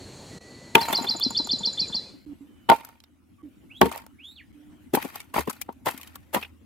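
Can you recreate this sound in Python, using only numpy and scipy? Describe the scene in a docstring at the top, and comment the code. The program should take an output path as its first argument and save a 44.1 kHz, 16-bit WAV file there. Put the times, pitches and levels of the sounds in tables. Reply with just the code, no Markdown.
"""Insects and distant traffic lie under faint whistles and coos; the level dips briefly four times.
Lumps of dry clay, sums of slab modes driven by noisy cracks, drop on stone and rock to rest as a
songbird trills nine times in echoing sines. Quieter air and a low hum take over; hammer blows crush
the clay, amid small cracks and hissing powder made of random grains, with some low heaves.
Amid the blows a second bird whistles gliding sines, the rising ones rich in overtones."""
import sys
import numpy as np
from scipy import signal
from scipy.fft import rfft, irfft, next_fast_len
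from scipy.io import wavfile
from scipy.ndimage import uniform_filter1d

SR = 44100
rng = np.random.default_rng(int(sys.argv[2]) if len(sys.argv) > 2 else 0)


def master(y):
    """Save y as 16-bit WAV."""
    cut = np.clip(np.atleast_2d(y).T, -1, 1)
    pcm = np.round(cut * 32767)  # scale
    wavfile.write(sys.argv[1], SR, pcm.astype(np.int16))


N = 293265

# slab modes: pitch_hz, level_db, t60_s (at damping 1)
SLAB_MODES = [(705, -14, .05), (825, -11, .07), (915, 0, .085), (1000, -16, .04), (1110, -13, .04),
              (1390, -18, .05)]
# spectrum of the brittle top of cracks and grains: freq_hz, level_db
GRIT_SPECTRUM = [(1500, -43), (2600, -12), (9200, -9), (10000, -11), (11900, -4.5), (15400, -13),
                 (16300, -27)]
LEAD_S = .012  # soft noisy onset before the peak
CUSHIONED_FROM_S = 4.9  # later impacts land on a heap of powder


def amp(db):
    """Decibels to amplitude."""
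    return 10 ** (np.asarray(db) / 20)


def evened(x):
    """Scales x to an rms of 1."""
    return x / np.sqrt(np.mean(x ** 2) + 1e-20)


def read(points, hz):
    """Interpolates a (frequency, value) table over log frequency."""
    f, value = np.transpose(points)
    return np.interp(np.log(hz + 1), np.log(f + 1), value)


def add(mix, start_s, sound):
    """Adds a sound into the mix, cut at the end of the mix."""
    part = mix[round(start_s * SR):][:len(sound)]
    part += sound[:len(part)]


def coloured(x, spectrum):
    """Shapes x by a spectrum in dB."""
    size = next_fast_len(len(x))
    gain = amp(read(spectrum, np.fft.rfftfreq(size, 1 / SR)))
    return irfft(rfft(x, size) * gain, size)[:len(x)]


def ringing(modes, damping=0.71, contact_ms=.05):
    """Impulse response of decaying modes; damping divides t60, a longer contact rounds off the treble."""
    t = np.arange(5000) / SR
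    ring = sum(amp(db - 60 * damping * t / t60_s) * np.sin(2 * np.pi * hz * t) for hz, db, t60_s in modes)
    contact = np.hanning(int(contact_ms * SR / 1000) + 3)
    return np.convolve(ring, contact / contact.sum())[:len(t)]


def air(spectrum, curve, patchy_db, same):
    """Random short-time spectra with drifting patches, on a level curve; same = left-right correlation."""
    frames, hz = N // 256 + 5, np.fft.rfftfreq(1024, 1 / SR)
    a, b, c, d, patches = rng.standard_normal((frames, 513, 5)).T
    patches = uniform_filter1d(patches, size=8, axis=0)
    patches = evened(uniform_filter1d(patches, size=8, axis=1))
    left, other = a + 1j * b, c + 1j * d
    z = np.array([left, same * left + np.sqrt(1 - same ** 2) * other])
    z *= amp(read(spectrum, hz)[:, None] + patchy_db * patches)
    noise = evened(signal.istft(z, nperseg=1024, noverlap=768)[1][:, :N])
    s, db, pan_db = np.transpose(curve)
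    t = np.arange(N) / SR
    side_db = np.outer([.5, -.5], np.interp(t, s, pan_db))
    level = amp(np.interp(t, s, db) + side_db) * (t >= s[0]) * (t <= s[-1])
    return level * noise


def background():
    """Insects and traffic give way to a quieter, wider air; each is spectrally shaped noise."""
    # insects and traffic: freq_hz, level_db
    garden = [(24, -42), (40, -8.5), (71, 3), (270, 1.5), (550, -5), (758, -10), (1350, -17), (3700, -20.5),
              (4330, -6), (4900, -23), (6940, -16.5), (9860, -27.5), (16300, -45.5)]
    # time_s, level_db, left_right_db
    garden_curve = [(0, -44, 0), (.38, -42.5, 0), (.42, -47.5, 0.5), (1.901, -45, 3), (2.1, -50.5, 3),
                    (2.249, -77.5, 6)]
    # quieter air: freq_hz, level_db
    yard = [(25, -41), (60, -4.5), (80, 4.5), (110, -20.5), (190, -8.5), (270, 2), (400, -20.5),
            (1000, -27), (3000, -30), (4500, -40), (12000, -38), (16400, -44.5)]
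    # time_s, level_db, left_right_db
    yard_curve = [(2.1, -52.5, 2.5), (2.498, -52.5, 0), (3.202, -60, 0), (3.6, -53.5, 0), (4.4, -56, 1.5),
                  (4.597, -52, 0.5), (6.65, -55.5, 2.5)]
    early = air(garden, garden_curve, patchy_db=1.2, same=0.98)
    return early + air(yard, yard_curve, patchy_db=3.5, same=0.24)


def whistle(s, hz, db, overtones_db=(0,), wobble=0.):
    """A near sine that follows pitch and level curves; wobble is the rms share of pitch."""
    t = np.arange(s[0], s[-1], 1 / SR)
    pitch_hz = np.interp(t, s, hz)
    drift = 1 + wobble * evened(uniform_filter1d(rng.standard_normal(len(t)), size=200))
    phase = 2 * np.pi * (np.cumsum(pitch_hz * drift) / SR + rng.random())
    waver = evened(uniform_filter1d(rng.standard_normal(len(t)), size=300))
    level_db = np.interp(t, s, db) + 120 * wobble * waver
    strain_db = 63.0 * np.log2(pitch_hz / 4000)  # overtones grow with pitch
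    tone = amp(overtones_db[0]) * np.sin(phase)
    if hz[-1] > hz[0]:  # only rising notes have overtones
        for k, overtone_db in enumerate(overtones_db[1:], 2):
            tone = tone + amp(overtone_db + strain_db) * np.sin(k * phase)
    taper = signal.windows.tukey(len(t), min(.15, .1 * SR / len(t)))
    return np.sqrt(2) * amp(level_db) * tone * taper


def garden_echo(x, t60_s, wet_db):
    """One clear bounce, then a diffuse tail from walls and trees, different left and right."""
    t = np.arange(SR // 2) / SR
    tail = rng.standard_normal((3, len(t))) * amp(-60 * t / t60_s) * (t > .012)
    tail = tail[0] + .5 * tail[1:]
    tail *= amp(wet_db) / np.linalg.norm(tail[0])
    tail[:, 0] = 1  # direct sound
    tail[:, round(.011 * SR)] = amp(-13.5)  # bounce
    return signal.fftconvolve(x[None], tail, axes=1)[:, :N]


def faint_tones():
    """Faint whistles and coos, a held tone echoing the second bird's glide, a distant vehicle's drone near 300
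    Hz, and a low hum: wavering sines."""
    # start_s, length_s, from_hz, to_hz, level_db, fade_db
    calls = [(0.297, 0.47, 1943, 1992, -58, -1.5), (1.727, 0.11, 1515, 2690, -63.5, 1),
             (1.982, 0.074, 1560, 2540, -64.5, 1), (2.059, 0.078, 2580, 2180, -58, -19),
             (3.382, 0.045, 1150, 1109, -64.5, 2.5), (4.308, 0.046, 4130, 4466, -62, -6),
             (4.352, 0.077, 4400, 4340, -66, -10), (1.828, 0.035, 2530, 2360, -49.5, 4),
             (2.262, .075, 305.6, 279, -43.5, 5.5), (2.406, 0.06, 274, 294.4, -40, -15.5),
             (2.463, 0.28, 3090, 2925, -74, 2), (3.43, 0.061, 312, 262, -41.5, -5),
             (4.536, 0.36, 294, 306, -51, -11.5)]
    # hum: time_s, level_db
    hum_curve = [(2.3, -72.5), (5.798, -63), (6.001, -59.5), (6.65, -56)]
    hum_hz = 80
    out = np.zeros(N)
    for s, length_s, from_hz, to_hz, db, fade_db in calls:
        add(out, s, whistle([0, length_s], [from_hz, to_hz], [db, db + fade_db], wobble=.011))
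    s, db = np.transpose(hum_curve)
    add(out, s[0], whistle(s, hum_hz + 0 * s, db, wobble=0.013))
    return out * amp([[-3.0], [3.0]])


def second_bird():
    """Echoing whistled glides, the rising ones rich in overtones."""
    # one list per glide: time_s, pitch_hz, level_db
    glides = [
        [(3.69, 1890, -75), (3.715, 2630, -50), (3.738, 3040, -64.5), (3.767, 3390, -49), (3.785, 3800, -56),
         (3.81, 4230, -83)],
        [(4.178, 1940, -72), (4.205, 2590, -50.5), (4.22, 2811, -59.5), (4.257, 3500, -48),
         (4.301, 3730, -52.5), (4.32, 3960, -57), (4.345, 3800, -69)],
        [(4.351, 4400, -66), (4.367, 3680, -52), (4.397, 2470, -53.5), (4.42, 1623, -57)],
    ]
    # levels of the fundamental and its overtones: level_db
    overtones_db = [3, -9, -9.5, -15.5]
    out = np.zeros(N)
    for rows in glides:
        add(out, rows[0][0], whistle(*np.transpose(rows), overtones_db, wobble=.016))
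    return garden_echo(out, 0.14, -9.0) * amp([[-1.5], [1.5]])


def songbird():
    """One four-note syllable of gliding sines, repeated with echo."""
    # time of the low note and level per syllable: low_note_s, level_db
    trill = [(0.7928, -34.5), (0.933, -27.5), (1.073, -27), (1.2131, -26), (1.353, -26.5), (1.495, -26.5),
             (1.6367, -27), (1.7795, -27.5), (1.93, -30)]
    # one list per note: ms_after_low_note, pitch_hz, level_db
    syllable = [
        [(-50.5, 7150, -12), (-41.5, 7030, -7.5), (-37, 6380, -29.5)],
        [(-6, 3250, -11), (0, 3550, -2), (6.5, 3550, 2.5), (12.5, 2920, -14)],
        [(10.8, 4150, -1.5), (18.2, 4450, 4.5), (25.3, 4816, 8.5), (29.5, 5480, -1), (35, 5870, -13.5)],
        [(33.8, 4650, -4.5), (35.7, 4250, 6), (47, 4080, 2), (63.5, 4000, -4.5), (70.5, 4150, -5)],
    ]
    out = np.zeros(N)
    for i, (s, db) in enumerate(trill):
        for note in syllable[i == 0:]:  # the first syllable lacks its high lead-in
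            ms, hz, note_db = np.transpose(note)
            add(out, s + ms[0] / 1000, whistle(ms / 1000, hz, note_db + db, wobble=0.004))
    return garden_echo(out, 0.48, -12.0)


def heave():
    """The slab heaves under the heaviest blows: a low damped mode pushed softly."""
    # start_s, level_db
    pushes = [(2.698, -40), (3.815, -25), (5.376, -28.5)]
    push_hz, push_t60_s = 74, 0.16  # t60 at damping 1
    out = np.zeros(N)
    for s, db in pushes:
        add(out, s, ringing([(push_hz, db, push_t60_s)], 0.7, contact_ms=10.0))
    return out


def shard(draw, centre_hz, octaves, t60_s, fall_db=-2.5):
    """A small piece has its own short modes, scattered round a centre, the higher ones weaker."""
    above = octaves * np.clip(draw, -2.2, 2.2)
    return ringing([(centre_hz * 2 ** o, fall_db * o, t60_s) for o in above], contact_ms=.15)


def powder():
    """Thousands of grains a second: fine ones hiss, coarser ones tap the slab."""
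    # loose powder spilling after a blow: start_s, level_db, t60_s
    spills = [(0.757, -41, 1), (0.876, -39, 0.38), (2.7, -37.5, 0.29), (2.85, -60.5, 0.37),
              (3.818, -42.5, 0.37), (3.909, -45.5, 0.2), (3.96, -48.5, 0.17), (4.951, -42.5, 0.6),
              (5.14, -43.5, 0.18), (5.347, -27.5, 0.19), (5.48, -52.5, 0.44), (5.869, -37, 0.22),
              (5.96, -59, 0.95), (6.351, -37, 0.21)]
    coarse_db = 7.5  # coarse grains over fine ones
    t = np.arange(N) / SR
    clumps = evened(uniform_filter1d(rng.standard_normal(N), size=300))
    clumps = amp(4 * np.clip(clumps, -2.5, 1.5))
    size = amp(3 * np.minimum(rng.exponential(1, N), 5)) * rng.choice([-1., 1.], N) * clumps
    fine = evened(coloured(size * (rng.random(N) < 7000 / SR), GRIT_SPECTRUM))
    kind = rng.integers(0, SR // 40, N)  # each kind of grain lands about 40 times a second
    coarse = np.zeros(N)
    for k, draw in enumerate(rng.standard_normal((36, 2))):
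        piece = shard(draw, 2500, 0.74, 0.026) + amp(-11.5) * ringing(SLAB_MODES, 3.2)
        coarse += signal.oaconvolve(size * (kind == k), piece[:SR // 25])[:N]
    # grains keep the uncovered slab singing, as strong as the coarse taps
    singing = evened(signal.oaconvolve(size * (kind < 10), ringing(SLAB_MODES, .8))[:N])
    coarse = evened(coarse) + singing * (t < CUSHIONED_FROM_S)
    level = np.zeros(N)
    u = t[:SR]
    for s, db, t60_s in spills:
        flow = (1 - np.exp(-u / 0.032)) * amp(-60 * (u / t60_s) ** 1.03)
        add(level, s, amp(db) * flow)
    return level * (fine + amp(coarse_db) * coarse)


def cracks(draw, fade_ms, spread_db=6.5):
    """Noise swells briefly, then dies away in uneven cracks; fade_ms is the decay constant."""
    u = (np.arange(draw.shape[1]) / SR - LEAD_S) / (fade_ms / 1000)
    shape = np.where(u < 0, .65 * np.exp(3 * u), np.exp(-u))
    uneven = 3.94 * uniform_filter1d(draw[1], size=16)  # 3.94 restores about unit spread
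    return draw[0] * amp(spread_db * uneven) * shape


def struck(force, body, db):
    """The force rings a body; db is the rms of the first 30 ms."""
    sound = signal.fftconvolve(force, body)
    return amp(db) * sound / np.sqrt(np.mean(sound[:round(.03 * SR)] ** 2) + 1e-20)


def grit(force, peak_db, uneven_db=0):
    """The brittle top of the cracks; uneven_db colours one piece in its own way."""
    spectrum = np.array(GRIT_SPECTRUM, float)
    spectrum[:, 1] += uneven_db
    sound = coloured(force, spectrum)
    return amp(peak_db) * sound / abs(sound).max()


def rocking():
    """Big lumps rock to rest: damped thumps on a soft contact, each ringing the slab."""
    # start_s, thud_db, pitch_hz, slab_ring_db
    rocks = [(0.9, -28.5, 305, -35.5), (0.986, -27, 302, -32.5), (1.01, -21, 256, -53),
             (1.098, -29.5, 242, -44.5), (1.149, -26.5, 316, -42), (1.263, -15.5, 258, -51),
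             (1.306, -27.5, 209, -43), (1.399, -20.5, 287, -41), (1.451, -30.5, 245, -60),
             (1.534, -21.5, 252, -59.5), (1.606, -27, 191, -46.5), (1.671, -28.5, 208, -48.5),
             (1.814, -26.5, 177, -58.5), (1.898, -29, 194, -50), (1.947, -28.5, 211, -49.5),
             (5.943, -32.5, 262, -60)]
    out, slab = np.zeros(N), ringing(SLAB_MODES, 1.436, contact_ms=0.6)
    draws = rng.standard_normal((len(rocks), 2, 1400))
    for (s, thud_db, hz, ring_db), draw in zip(rocks, draws):
        add(out, s, ringing([(hz, thud_db, .032)], contact_ms=1.1))
        add(out, s - LEAD_S, struck(cracks(draw, 7.2), slab, ring_db))
    return out


def small_cracks():
    """Small cracks, some within blows: a short crack excites a pitched knock and unevenly coloured grit."""
    # peak_s, grit_peak_db, knock_over_grit_db, knock_hz
    knocks = [(0.7528, -15, 0, 2574), (0.9768, -25.5, -25, 885), (1.1988, -24, -24, 950),
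              (1.307, -26.5, -20.5, 1010), (1.4725, -30, -15.5, 970), (2.849, -32, -25, 1478),
              (2.8893, -40, -17.5, 990), (3.003, -44.5, -18, 3450), (3.0386, -44.5, -16, 3830),
              (3.916, -31, -8.5, 813), (3.9252, -29, -20, 2480), (3.9593, -33, -8.5, 815),
              (3.977, -29, -24, 2470), (4.065, -36.5, -20.5, 896), (4.954, -14.5, -33.5, 943),
              (5.026, -25, -16, 2150), (5.1578, -24, -20, 900), (5.203, -26.5, -22, 2360),
              (5.214, -38.5, -23, 2314), (5.392, -22, -29, 2380), (5.4068, -28, -14, 890),
              (5.499, -20, -18.5, 1050), (5.51, -30, -22, 1570), (5.53, -34, -25, 2420),
              (5.6157, -19.5, -24, 2400), (5.7254, -45, -20.5, 967), (5.91, -27.5, -37, 890),
              (5.978, -27.5, -25, 2150), (6.013, -31, -24, 2470), (6.032, -35, -17, 2600),
              (6.0737, -34.5, -22, 3200), (6.156, -27, -22.5, 1210), (6.428, -41, 2.5, 2510),
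              (6.4486, -59, 11.5, 2550)]
    # modes of a knock: multiple_of_pitch, level_db
    piece = [(1, 3), (1.159, 1), (1.361, -6), (2.101, -19)]
    bare_ms, cushioned_ms, t60_s = 2.2, 4., .014  # t60 at damping 1
    out = np.zeros(N)
    draws = rng.standard_normal((len(knocks), 3, 1400))
    for (s, grit_db, knock_db, hz), draw in zip(knocks, draws):
        force = cracks(draw, cushioned_ms if s > CUSHIONED_FROM_S else bare_ms)
        modes = [(hz * k * (1 + 0.04 * d), db, t60_s) for (k, db), d in zip(piece, draw[2])]
        add(out, s - LEAD_S, struck(force, ringing(modes, contact_ms=0.17), grit_db + knock_db))
        add(out, s - LEAD_S, grit(force, grit_db, 4 * draw[2, -len(GRIT_SPECTRUM):]))
    return out


def blows():
    """Lumps hit or break: cracks drive thud and slab modes, a dull clack and brittle grit."""
    # peak_s, slab_ring_db, grit_over_ring_db (brittleness), thud_over_ring_db (heft)
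    hits = [(0.7526, -17, 6, -3.5), (0.768, -24.5, -24, -10.5), (0.781, -29, -2, -4),
            (0.8135, -34, 11, -10), (0.9284, -30.5, 14.5, -4), (1.0437, -36.5, 7.5, -3),
            (2.6902, -21, -6, -16), (2.6986, -15, -4, -9), (2.715, -15.5, -32, -14.5), (3.8144, -15, 5, -6),
            (3.828, -30.5, 0, 10.5), (3.857, -36.5, 11, 11), (4.9386, -35, 12, 14), (4.948, -30, 16.5, 1),
            (4.9711, -28, -50, -4), (5.048, -46.5, 15, 12.5), (5.342, -34.5, 5.5, -25),
            (5.363, -29, -10, -9.5), (5.3811, -26, -33, -12), (5.3924, -46, 2, 14), (5.475, -40, 6.5, 10.5),
            (5.69, -38, -51.5, -3.5), (5.8597, -36.5, 12.5, -22), (5.869, -26.5, 1.5, -21.5),
            (5.8831, -32, 11, -14), (6.338, -35.5, 11.5, -16), (6.3463, -26.5, 11, -30),
            (6.3624, -29, -13, -3)]
    # low modes of slab and clay: pitch_hz, level_db, t60_s (at damping 1)
    thud_modes = [(224.5, 1, 0.11), (279, 4, 0.089), (381, 6.5, 0.069), (446, 5, 0.07)]
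    # dull clack of breaking clay: freq_hz, level_db
    clack_spectrum = [(900, -42.5), (1500, 4), (2400, -3), (3200, -3), (4500, -12.5), (7000, -34)]
    clack_db, clack_share = -8.5, 0.3  # clack over ring; how much it follows brittleness
    crush_ms, packed_ms, drop_ms = 6.9, 9.9, 3.5  # packed powder gives way slowly, a drop abruptly
    packed_from_s = 5.8
    abrupt_ring_db, abrupt_brittle_db = -24, -15  # a drop is abrupt above both
    out = np.zeros(N)
    clack = coloured(signal.unit_impulse(512, 64), clack_spectrum)
    draws = rng.standard_normal((len(hits), 2, 3600))
    for (s, ring_db, brittle_db, heft_db), draw in zip(hits, draws):
        if s > packed_from_s:
            force = cracks(draw, packed_ms)
        elif ring_db > abrupt_ring_db and brittle_db > abrupt_brittle_db:
            force = cracks(draw, drop_ms)
        else:
            force = cracks(draw, crush_ms)
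        damping = 3.0 if s > CUSHIONED_FROM_S else 1.
        detune = .06 * (damping - 1) * draw[1]  # loose lumps detune the ring
        slab_modes = [(hz * (1 + d), db, t60_s) for (hz, db, t60_s), d in zip(SLAB_MODES, detune)]
        thud = ringing(thud_modes, damping, contact_ms=0.18)
        add(out, s - LEAD_S, struck(force, thud, ring_db + heft_db))
        add(out, s - LEAD_S, struck(force, ringing(slab_modes, damping, contact_ms=0.51), ring_db))
        add(out, s - LEAD_S, struck(force, clack, ring_db + clack_db + clack_share * brittle_db))
        add(out, s - LEAD_S, grit(force, ring_db + brittle_db))
    return out


def clay():
    """Blows, small cracks and rocking lumps; small lumps radiate little bass."""
    highpass = signal.butter(2, 185, "high", fs=SR, output="sos")
    return signal.sosfilt(highpass, blows() + small_cracks() + rocking())


def two_ports(common, unlike):
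    """Heard close up, the heap differs left and right: a lean per frequency plus an unlike part."""
    # freq_hz, share_toward_left
    lean = [(100, 0.093), (400, -0.098), (1000, -0.22), (2500, -0.3), (6000, -0.62), (12000, 0.42)]
    # unlike part: freq_hz, level_db
    spread = [(100, -9), (1000, -3), (4000, -4), (12000, -1)]
    side = coloured(unlike, spread)
    side += irfft(rfft(common) * read(lean, np.fft.rfftfreq(N, 1 / SR)), N)
    return np.array([common + side, common - side])


def heap():
    """Clay, powder and heaves at the place where the heap lies."""
    # time_s, left_right_db
    heap_pan = [(1, 2.5), (2.701, 1.5), (3.8, 2.5), (5, 4.5)]
    pan_db = np.interp(np.arange(N) / SR, *np.transpose(heap_pan))
    sound = two_ports(clay() + powder() + heave(), clay() + powder())
    return sound * amp(np.outer([.5, -.5], pan_db))


def scene():
    """All sources together."""
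    return background() + faint_tones() + second_bird() + songbird() + heap()


def record(dry):
    """Bass roll-off, brief level dips, clipping at full scale, then the band limit."""
    # brief dips: centre_s, length_ms, depth_db
    dips = [(0.397, 29, -15), (2.257, 6.9, -22.5), (3.424, 6.4, -22.5), (4.523, 5.7, -31)]
    edge_hz = 16400
    t = np.arange(N) / SR
    thinned = signal.sosfilt(signal.butter(2, 55, "high", fs=SR, output="sos"), dry)
    # full depth over the middle half of each dip
    dips_db = sum(db * np.clip(2 - abs(t - s) / (ms / 4000), 0, 1) for s, ms, db in dips)
    clipped = np.clip(thinned * amp(dips_db), -1, 1)
    lowpass = signal.firwin(511, edge_hz, window=("kaiser", 9), fs=SR)
    return signal.oaconvolve(clipped, lowpass[None], "same")


dry = scene()
out = record(dry)
master(out)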